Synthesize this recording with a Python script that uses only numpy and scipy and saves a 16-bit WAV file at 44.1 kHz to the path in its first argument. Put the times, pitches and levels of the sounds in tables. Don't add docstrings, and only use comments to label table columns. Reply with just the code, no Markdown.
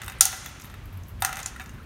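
import sys
import numpy as np
from scipy import signal
from scipy.io import wavfile
from scipy.ndimage import uniform_filter1d

SR = 44100
rng = np.random.default_rng(int(sys.argv[2]) if len(sys.argv) > 2 else 0)


def invert_db(level):
    return 10 ** (np.asarray(level, dtype=float) / 20)


def master_out(mix):
    frames = np.transpose(np.atleast_2d(mix))
    ceiling = np.clip(frames, -1, 1)
    pcm = np.round(ceiling * 32767).astype(np.int16)
    wavfile.write(sys.argv[1], SR, pcm)


N = 81585

# f/Hz, level per Hz/dB
RUMBLE = [(18, -32), (30, -4), (54, -1.5), (151, -10.5), (193, -10), (242, -21), (350, -21), (460, -51),
          (770, -120)]
# t/s, level/dB
RUMBLE_SWELL = [(0.0, -42), (0.02, -45), (0.128, -47), (0.164, -43.5), (0.262, -53), (0.278, -48.5),
                (1.318, -45.5), (1.4, -48), (1.426, -48), (1.776, -43.5), (1.808, -47.5), (1.85, -42)]
# f/Hz, level per Hz/dB
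HISS = [(180, -33), (300, -3), (676, -6), (759, -13.5), (958, -2.5), (1630, -12), (4860, -24),
        (15800, -27.5)]
# t/s, level/dB
ENGINE_SWELL = [(0.0, -50), (0.03, -37), (0.582, -53), (0.608, -49.5), (0.792, -44.5), (0.844, -33),
                (1.216, -36), (1.272, -44), (1.85, -69)]
# t/s, level/dB
RUSTLE = [(0, -49), (.15, -48), (.4, -50), (.7, -52.5), (.9, -56), (1.15, -60), (1.4, -44.5), (1.62, -57),
          (1.85, -58)]
# t/s, f/Hz, level/dB
BUMPS = [(.209, 1340, -21.5), (.2545, 860, -28.5), (1.222, 920, -23.5), (1.249, 1580, -26),
         (0.32, 1820, -49), (.333, 2580, -48), (.462, 1836, -38.5), (.464, 3430, -36.5), (1.561, 1400, -34),
         (1.56, 1900, -35), (1.596, 1710, -31.5), (1.598, 2420, -43), (1.599, 930, -44), (1.604, 1710, -40),
         (1.611, 2257, -36), (1.62, 1370, -42.5), (1.66, 1520, -49), (1.695, 2820, -45), (1.746, 1730, -46),
         (1.782, 1550, -41), (1.799, 1383, -42.5), (0.017, 2700, -41), (0.081, 2800, -41.5)]
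# f/Hz, level/dB, t60/s
BODY = [(1320, -3, 0.12), (1416, -3.5, 0.09), (1550, 4, 0.015), (1840, 9, 0.015), (2019, 4, 0.032),
        (2304, -2, 0.039), (2608, 5, 0.022), (2900, -4, 0.031), (3355, -2.5, .01), (3655, -0.5, 0.031)]
# f/Hz, level/dB, t60/s
WALL = [(4590, -9, 0.0058), (5100, -16.5, 0.0052), (5600, -8, 0.0088), (6120, 8, 0.00505),
        (6440, 12.5, 0.015), (6960, 8, 0.0093)]
# f/Hz, level/dB, t60/s
RIM = [(7980, -14, 0.00605), (8540, -6, .006), (9060, -4, 0.0055), (9520, -8, 0.0032), (10300, -13, 0.0033)]
# f/Hz, level/dB, t60/s
BALL = [(11770, -3.5, 0.0027), (12430, 1, 0.0048), (13500, -11, .004), (14160, -3, 0.0033),
        (15250, -8, 0.0038)]
# t/s, wall level/dB, body level/dB, rim level/dB, ball level/dB
STIR = [(0.0173, -30.5, -34.5, -42.5, -44), (0.034, -38, -39.5, -47, -49), (0.0434, -41, -68, -48, -40),
        (0.0614, -44, -47, -45, -53.5), (0.0805, -37, -32, -37.5, -36.5), (0.098, -33, -39, -48, -44),
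        (0.1206, -43.5, -41, -49, -46), (0.3285, -34, -33.5, -48, -45), (0.445, -40, -51, -57, -47.5),
        (0.4602, -26.5, -39, -56.5, -36.5), (0.5985, -37.5, -46.5, -53, -50), (0.619, -33, -59, -54, -51),
        (0.6449, -48, -43.5, -50, -50), (0.699, -51, -47, -55, -56), (0.7407, -48, -43.5, -57.5, -50)]
# t/s, wall level/dB, body level/dB, rim level/dB, ball level/dB
SETTLE = [(1.0341, -42.5, -67, -63.5, -55), (1.2922, -31, -36, -44.5, -43.5),
          (1.3281, -27, -32, -39, -38.5), (1.3565, -29.5, -44, -42.5, -49.5),
          (1.37, -28.5, -34.5, -39.5, -39), (1.3911, -28, -39, -40.5, -42.5), (1.401, -33, -43, -40, -48),
          (1.4294, -24, -53, -45, -50), (1.5621, -46, -45.5, -52, -53), (1.5976, -38, -38, -52, -47),
          (1.6059, -54.5, -38, -55, -55), (1.6118, -44, -43.5, -55, -55), (1.6182, -40, -56, -51.5, -56),
          (1.66, -38, -50.5, -61.5, -54.5), (1.693, -38, -50.5, -54, -54.5),
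          (1.7463, -72.5, -52, -68.5, -59.5)]
HARD_TIMES = [
    .2085,
    .2533,
    1.2218,
    1.2482,
    1.4597,
]
# wall level/dB, body level/dB, rim level/dB, ball level/dB
HARD_LEVELS = [(4.5, -21.5, -11, -12), (-3.5, -34, -16, -18.5), (-16.5, -23.5, -26, -22.5),
               (-8.5, -22.5, -21, -23), (-12, -37, -30.5, -45)]
# f/Hz, width/Hz, level/dB
SPOTS = [
    [(5940, 540, -0.5), (7140, 340, 1), (7640, 180, -14.5), (9250, 460, 4.5), (10900, 430, -12),
     (11480, 260, -9), (12100, 490, -8.5), (15100, 360, -20.5)],
    [(4200, 400, -9), (5240, 210, -34), (6490, 390, -6), (7500, 500, 0), (9870, 330, 1), (11340, 660, -1),
     (15100, 260, -14)],
    [(4830, 260, -3), (5650, 160, -6.5), (7350, 260, -2.5), (8700, 280, 3), (10200, 360, -8.5),
     (12700, 270, 2), (14200, 720, -6)],
    [(4320, 190, -7), (6240, 460, 2.5), (8500, 210, -4), (11000, 370, -5.5), (12400, 270, -11),
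     (13100, 240, -12), (14490, 540, -9)],
    [(7000, 370, 2), (8600, 260, -4), (10000, 170, -8), (10900, 340, -10.5), (13300, 340, -23),
     (14500, 650, -30.5)],
]
SPOT_LEVELS = [-4, -17.5, -25.5, -16.5, -25]
# f/Hz, level/dB, t60/s
BENCH = [(767.4, 0, 0.054)]
# t/s, level/dB
KNOCKS = [(.018, -60), (.08, -47), (.2095, -30), (.255, -35.5), (.33, -43), (.46, -53), (1.2222, -23.5),
          (1.249, -29.5), (1.292, -36), (1.328, -37), (1.37, -41), (1.46, -44), (1.598, -43)]
# f/Hz, level/dB, t60/s
GLASS = [(757, -5, .25), (1290, -6, .1), (1373, -2, .35), (1416, 0, .35), (1660, -10, .3), (1985, -4, .4),
         (2045, -5, .3), (2690, -8, .45), (3390, -10, .25)]
# t/s, level/dB
BLOWS = [(.018, -75), (.08, -58), (.209, -41), (.254, -45.5), (.33, -43.5), (.46, -60), (.495, -63),
         (1.222, -38.5), (1.249, -43), (1.328, -48), (1.37, -54), (1.46, -62)]
# t/s, level/dB
TICKS = [(0.0384, -35.5), (0.0624, -27.5), (0.6547, -31), (0.7253, -45), (0.8394, -44), (0.8568, -33),
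         (0.9283, -35.5), (0.9344, -38.5), (0.9414, -45.5), (0.9548, -47), (0.9644, -50), (0.9727, -32.5),
         (1.0486, -55), (1.068, -42), (1.0764, -48), (1.0824, -31), (1.0916, -33), (1.0954, -41.5),
         (1.1014, -50.5), (1.1084, -61), (1.2022, -34), (1.2061, -26.5), (1.212, -28.5), (1.639, -34.5),
         (1.8312, -45)]
# t/s, level/dB
MORE_TICKS = [(0.3187, -34.5), (0.3324, -37), (0.3464, -39), (0.3614, -40), (0.3714, -43.5), (0.4774, -45.5),
              (0.4894, -44), (0.612, -40.5), (0.6389, -39.5), (0.6534, -40), (0.7144, -50), (1.3804, -35.5),
              (1.6124, -45.5), (1.6744, -52.5), (1.7044, -61.5), (1.7374, -50)]
# t/s, level/dB
GRAZES = [
    (.186, -53.5),
    (.198, -59),
    (.222, -38.5),
]
# f/Hz, t60/s, level/dB
SHED = [(724, 0.25, -4), (1380, 0.92, -3), (2956, .85, -5.5), (5340, 1, -16), (7700, 0.82, -13.5),
        (10500, 0.6, -17), (14500, .4, -22)]

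HISS_DB, FLICKER_DB = -55.5, 0.5
ENGINE_HZ, ENGINE_WIDTH_HZ = 92.4, 12
RUSTLE_HZ, RUSTLE_WIDTH_HZ, RUSTLE_GRAIN_DB = 1700, 2200, 1.5
BUMP_ATTACK_S, BUMP_T60_S = .0006, .036
WALL_DB, BODY_DB, RIM_DB, BALL_DB = -14.5, -3, -4, -6.5
BRIGHT_T60_MAX_S, BODY_T60_MAX_S, ASIDE_T60_S = .009, .1, .0035
HARD_CHAIN_S, SOFT_CHAIN_S, TICK_CHAIN_S = .003, .0027, .0035
CHAIN_FADE_DB, CONTACT_SCATTER_DB, HARD_CHAIN_DB = -5, 6.5, -6.5
MODE_SCATTER_DB, CLINK_SCATTER_DB, DETUNE = 2.5, 4, 0.017
SPOT_ATTACK_S, SPOT_HOLD_S, SPOT_ASIDE_DB = .0003, .0015, -1
TICK_DB, MORE_TICKS_DB, LOW_ASIDE_DB = -21, -12, -1.5
BRIGHT_CUT_HZ, LOW_CUT_HZ = 3300, 778
EARLY_T60_S, EARLY_DB, TAIL_START_S = 0.14, -3.5, 0.00068
RUMBLE_CUT_HZ, TOP_HZ, OVERLOAD_CUT_HZ, CEILING = 36, 15800, 650, 1.0


def unit(x):
    return x / np.sqrt(np.mean(x ** 2) + 1e-20)


def band(x, hz, width_hz):
    lo = max(hz - width_hz / 2, 5)
    hi = min(hz + width_hz / 2, SR * .49)
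    return signal.sosfilt(signal.butter(2, [lo, hi], "band", fs=SR, output="sos"), x)


def high_pass(x, order, hz):
    return signal.sosfilt(signal.butter(order, hz, "high", fs=SR, output="sos"), x)


def decay(t, t60):
    return np.exp(-np.log(1000) * t / t60)


def curve(rows):
    return np.interp(np.arange(N) / SR, *np.array(rows).T)


def walk(rate_hz):
    k = int(SR / rate_hz)
    steps = np.repeat(rng.standard_normal(N // k + 1), k)
    smooth = uniform_filter1d(uniform_filter1d(steps, k), k)
    return unit(smooth[:N])


def add(out, at_s, sound):
    i = int(at_s * SR)
    out[:, i:i + sound.shape[1]] += sound[:, :N - i]


def colour(table, lo_hz, count):
    table_hz, table_db = np.array(table).T
    out = 0
    for hz in lo_hz * 2 ** (np.arange(count) / 2):
        db = np.interp(np.log(hz), np.log(table_hz), table_db) + FLICKER_DB * walk(2.6)
        out = out + invert_db(db) * band(rng.standard_normal(N), hz, hz * .35)
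    return unit(out)


def floor():
    rumble = colour(RUMBLE, 38, count=7)
    hiss = colour(HISS, 400, count=12)
    return rumble * invert_db(curve(RUMBLE_SWELL) + 3) + hiss * invert_db(HISS_DB)


def engine():
    drone = unit(band(rng.standard_normal(N), ENGINE_HZ, ENGINE_WIDTH_HZ))
    return drone * invert_db(curve(ENGINE_SWELL) - 7)


def rustle():
    grains = rng.standard_normal(N) * invert_db(RUSTLE_GRAIN_DB * walk(90))
    return unit(band(grains, RUSTLE_HZ, RUSTLE_WIDTH_HZ)) * invert_db(curve(RUSTLE))


def bumps():
    out = np.zeros((2, N))
    t = np.arange(2048) / SR
    shape = (1 - np.exp(-t / BUMP_ATTACK_S)) * decay(t, BUMP_T60_S)
    for at, hz, db in BUMPS:
        wave = invert_db(db) * np.sin(2 * np.pi * hz * t) * shape
        add(out, at, np.array([wave, wave]))
    return out


def ring(modes, chance, t60_max, scatter_db=MODE_SCATTER_DB):
    hz, db, t60 = np.array(modes).T[:, :, None]
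    t = np.arange(4096) / SR
    k = len(modes)
    pitch = hz * (1 + DETUNE * chance[:k, None])
    level = invert_db(db + scatter_db * chance[k:2 * k, None])
    waves = np.sin(2 * np.pi * pitch * t) * decay(t, np.clip(t60, .002, t60_max))
    return (level * waves).sum(axis=0)


def strike(modes, length_s, db, t60_max, count=10, scatter_db=MODE_SCATTER_DB):
    place, size, chance = rng.random(count), rng.standard_normal(count), rng.standard_normal(32)
    place = (np.arange(count) + np.r_[0, place[1:]]) / count
    push = np.sign(size) * invert_db(CHAIN_FADE_DB * place + CONTACT_SCATTER_DB * np.abs(size))
    chain = np.bincount((place * length_s * SR).astype(int), push)
    front = signal.fftconvolve(ring(modes, chance, t60_max, scatter_db), chain)[:4096]
    aside_t60 = t60_max if t60_max == BODY_T60_MAX_S else ASIDE_T60_S
    aside = ring(modes, chance[::-1], aside_t60)
    both = np.array([front, aside])
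    loudness = np.sqrt(np.mean(both[:, :353] ** 2, axis=1, keepdims=True))
    return both * invert_db(db) / loudness


def clinks():
    low, bright = np.zeros((2, N)), np.zeros((2, N))
    hard = [(at, *levels) for at, levels in zip(HARD_TIMES, HARD_LEVELS)]
    soft = list(STIR) + list(SETTLE)
    for table, chain_s, chain_db in ((hard, HARD_CHAIN_S, HARD_CHAIN_DB), (soft, SOFT_CHAIN_S, 0)):
        for at, wall_db, body_db, rim_db, ball_db in table:
            add(low, at, strike(BODY, 0, body_db + BODY_DB, BODY_T60_MAX_S, count=1))
            parts = ((WALL, wall_db + WALL_DB), (RIM, rim_db + RIM_DB), (BALL, ball_db + BALL_DB))
            for modes, db in parts:
                add(bright, at, strike(modes, chain_s, db + chain_db, BRIGHT_T60_MAX_S,
                                       scatter_db=CLINK_SCATTER_DB))
    return low, bright


def knocks():
    out = np.zeros((2, N))
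    for at, db in KNOCKS:
        add(out, at, strike(BENCH, 0, db, BODY_T60_MAX_S, count=1))
    return out


def glass():
    hz, db, t60 = np.array(GLASS).T[:, :, None]
    t, out = np.arange(SR // 2) / SR, np.zeros((1, N))
    waves = np.sin(2 * np.pi * hz * t) * decay(t, t60)
    for at, blow_db in BLOWS:
        spread_db = rng.standard_normal(hz.shape)
        add(out, at, (invert_db(blow_db + db + spread_db) * waves).sum(axis=0)[None])
    return out[0]


def light_contacts(table, modes, db):
    out = np.zeros((2, N))
    for at, tick_db in table:
        add(out, at, strike(modes, TICK_CHAIN_S, tick_db + db, BRIGHT_T60_MAX_S, count=4))
    return out


def ticks():
    return light_contacts(TICKS, BALL, TICK_DB) + light_contacts(MORE_TICKS, BALL, MORE_TICKS_DB)


def grazes():
    return light_contacts(GRAZES, RIM, 0)


def spot(peaks, db):
    hz, width_hz, peak_db = np.array(peaks).T[:, :, None]
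    t = np.arange(2048) / SR
    damping = np.exp(-np.pi * width_hz * np.clip(t - SPOT_HOLD_S, 0, 1))
    shape = np.clip(t / SPOT_ATTACK_S, 0, 1) * damping
    waves = invert_db(peak_db + db) * np.sin(2 * np.pi * hz * t)
    front = (waves * shape).sum(axis=0)
    crack = invert_db(SPOT_ASIDE_DB) * waves.sum(axis=0) * decay(t, ASIDE_T60_S / 2)
    return np.array([front, crack])


def hard_spots():
    out = np.zeros((2, N))
    for at, peaks, db in zip(HARD_TIMES, SPOTS, SPOT_LEVELS):
        add(out, at, spot(peaks, db))
    return out


def balls():
    low, bright = clinks()
    low = low + bumps() + knocks()
    bright = bright + ticks() + grazes() + hard_spots()
    out = low * invert_db([[0], [LOW_ASIDE_DB]]) + high_pass(bright, 3, BRIGHT_CUT_HZ)
    return high_pass(out, 6, LOW_CUT_HZ)


def shed(x):
    t = np.arange(SR) / SR

    def tail(noise, t60, db):
        fade = decay(t, t60) * np.clip(t / TAIL_START_S - 1, 0, 1)
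        return invert_db(db) * noise * fade / np.sqrt(np.sum(fade ** 2))

    answer = tail(rng.standard_normal(SR), EARLY_T60_S, EARLY_DB)
    for hz, t60, db in SHED:
        answer = answer + tail(band(rng.standard_normal(SR), hz, hz * 0.65), t60, db)
    return x[0] + signal.fftconvolve(x[1], answer)[:N]


def scene():
    background = floor() + engine() + rustle()
    return (background + shed(balls()) + glass())[None]


def low_pass(x):
    return signal.sosfilt(signal.butter(12, 15930, fs=SR, output="sos"), x)


def record(dry):
    cut = high_pass(dry, 4, RUMBLE_CUT_HZ)
    cut = signal.sosfilt(signal.butter(12, TOP_HZ, fs=SR, output="sos"), cut)
    no_thump = signal.butter(3, OVERLOAD_CUT_HZ, "high", fs=SR, output="sos")
    for _ in range(3):
        over = cut - np.clip(cut, -CEILING, CEILING)
        cut = cut - signal.sosfiltfilt(no_thump, over)
    return low_pass(np.clip(cut, -CEILING, CEILING))


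dry = scene()
out = record(dry)
master_out(out)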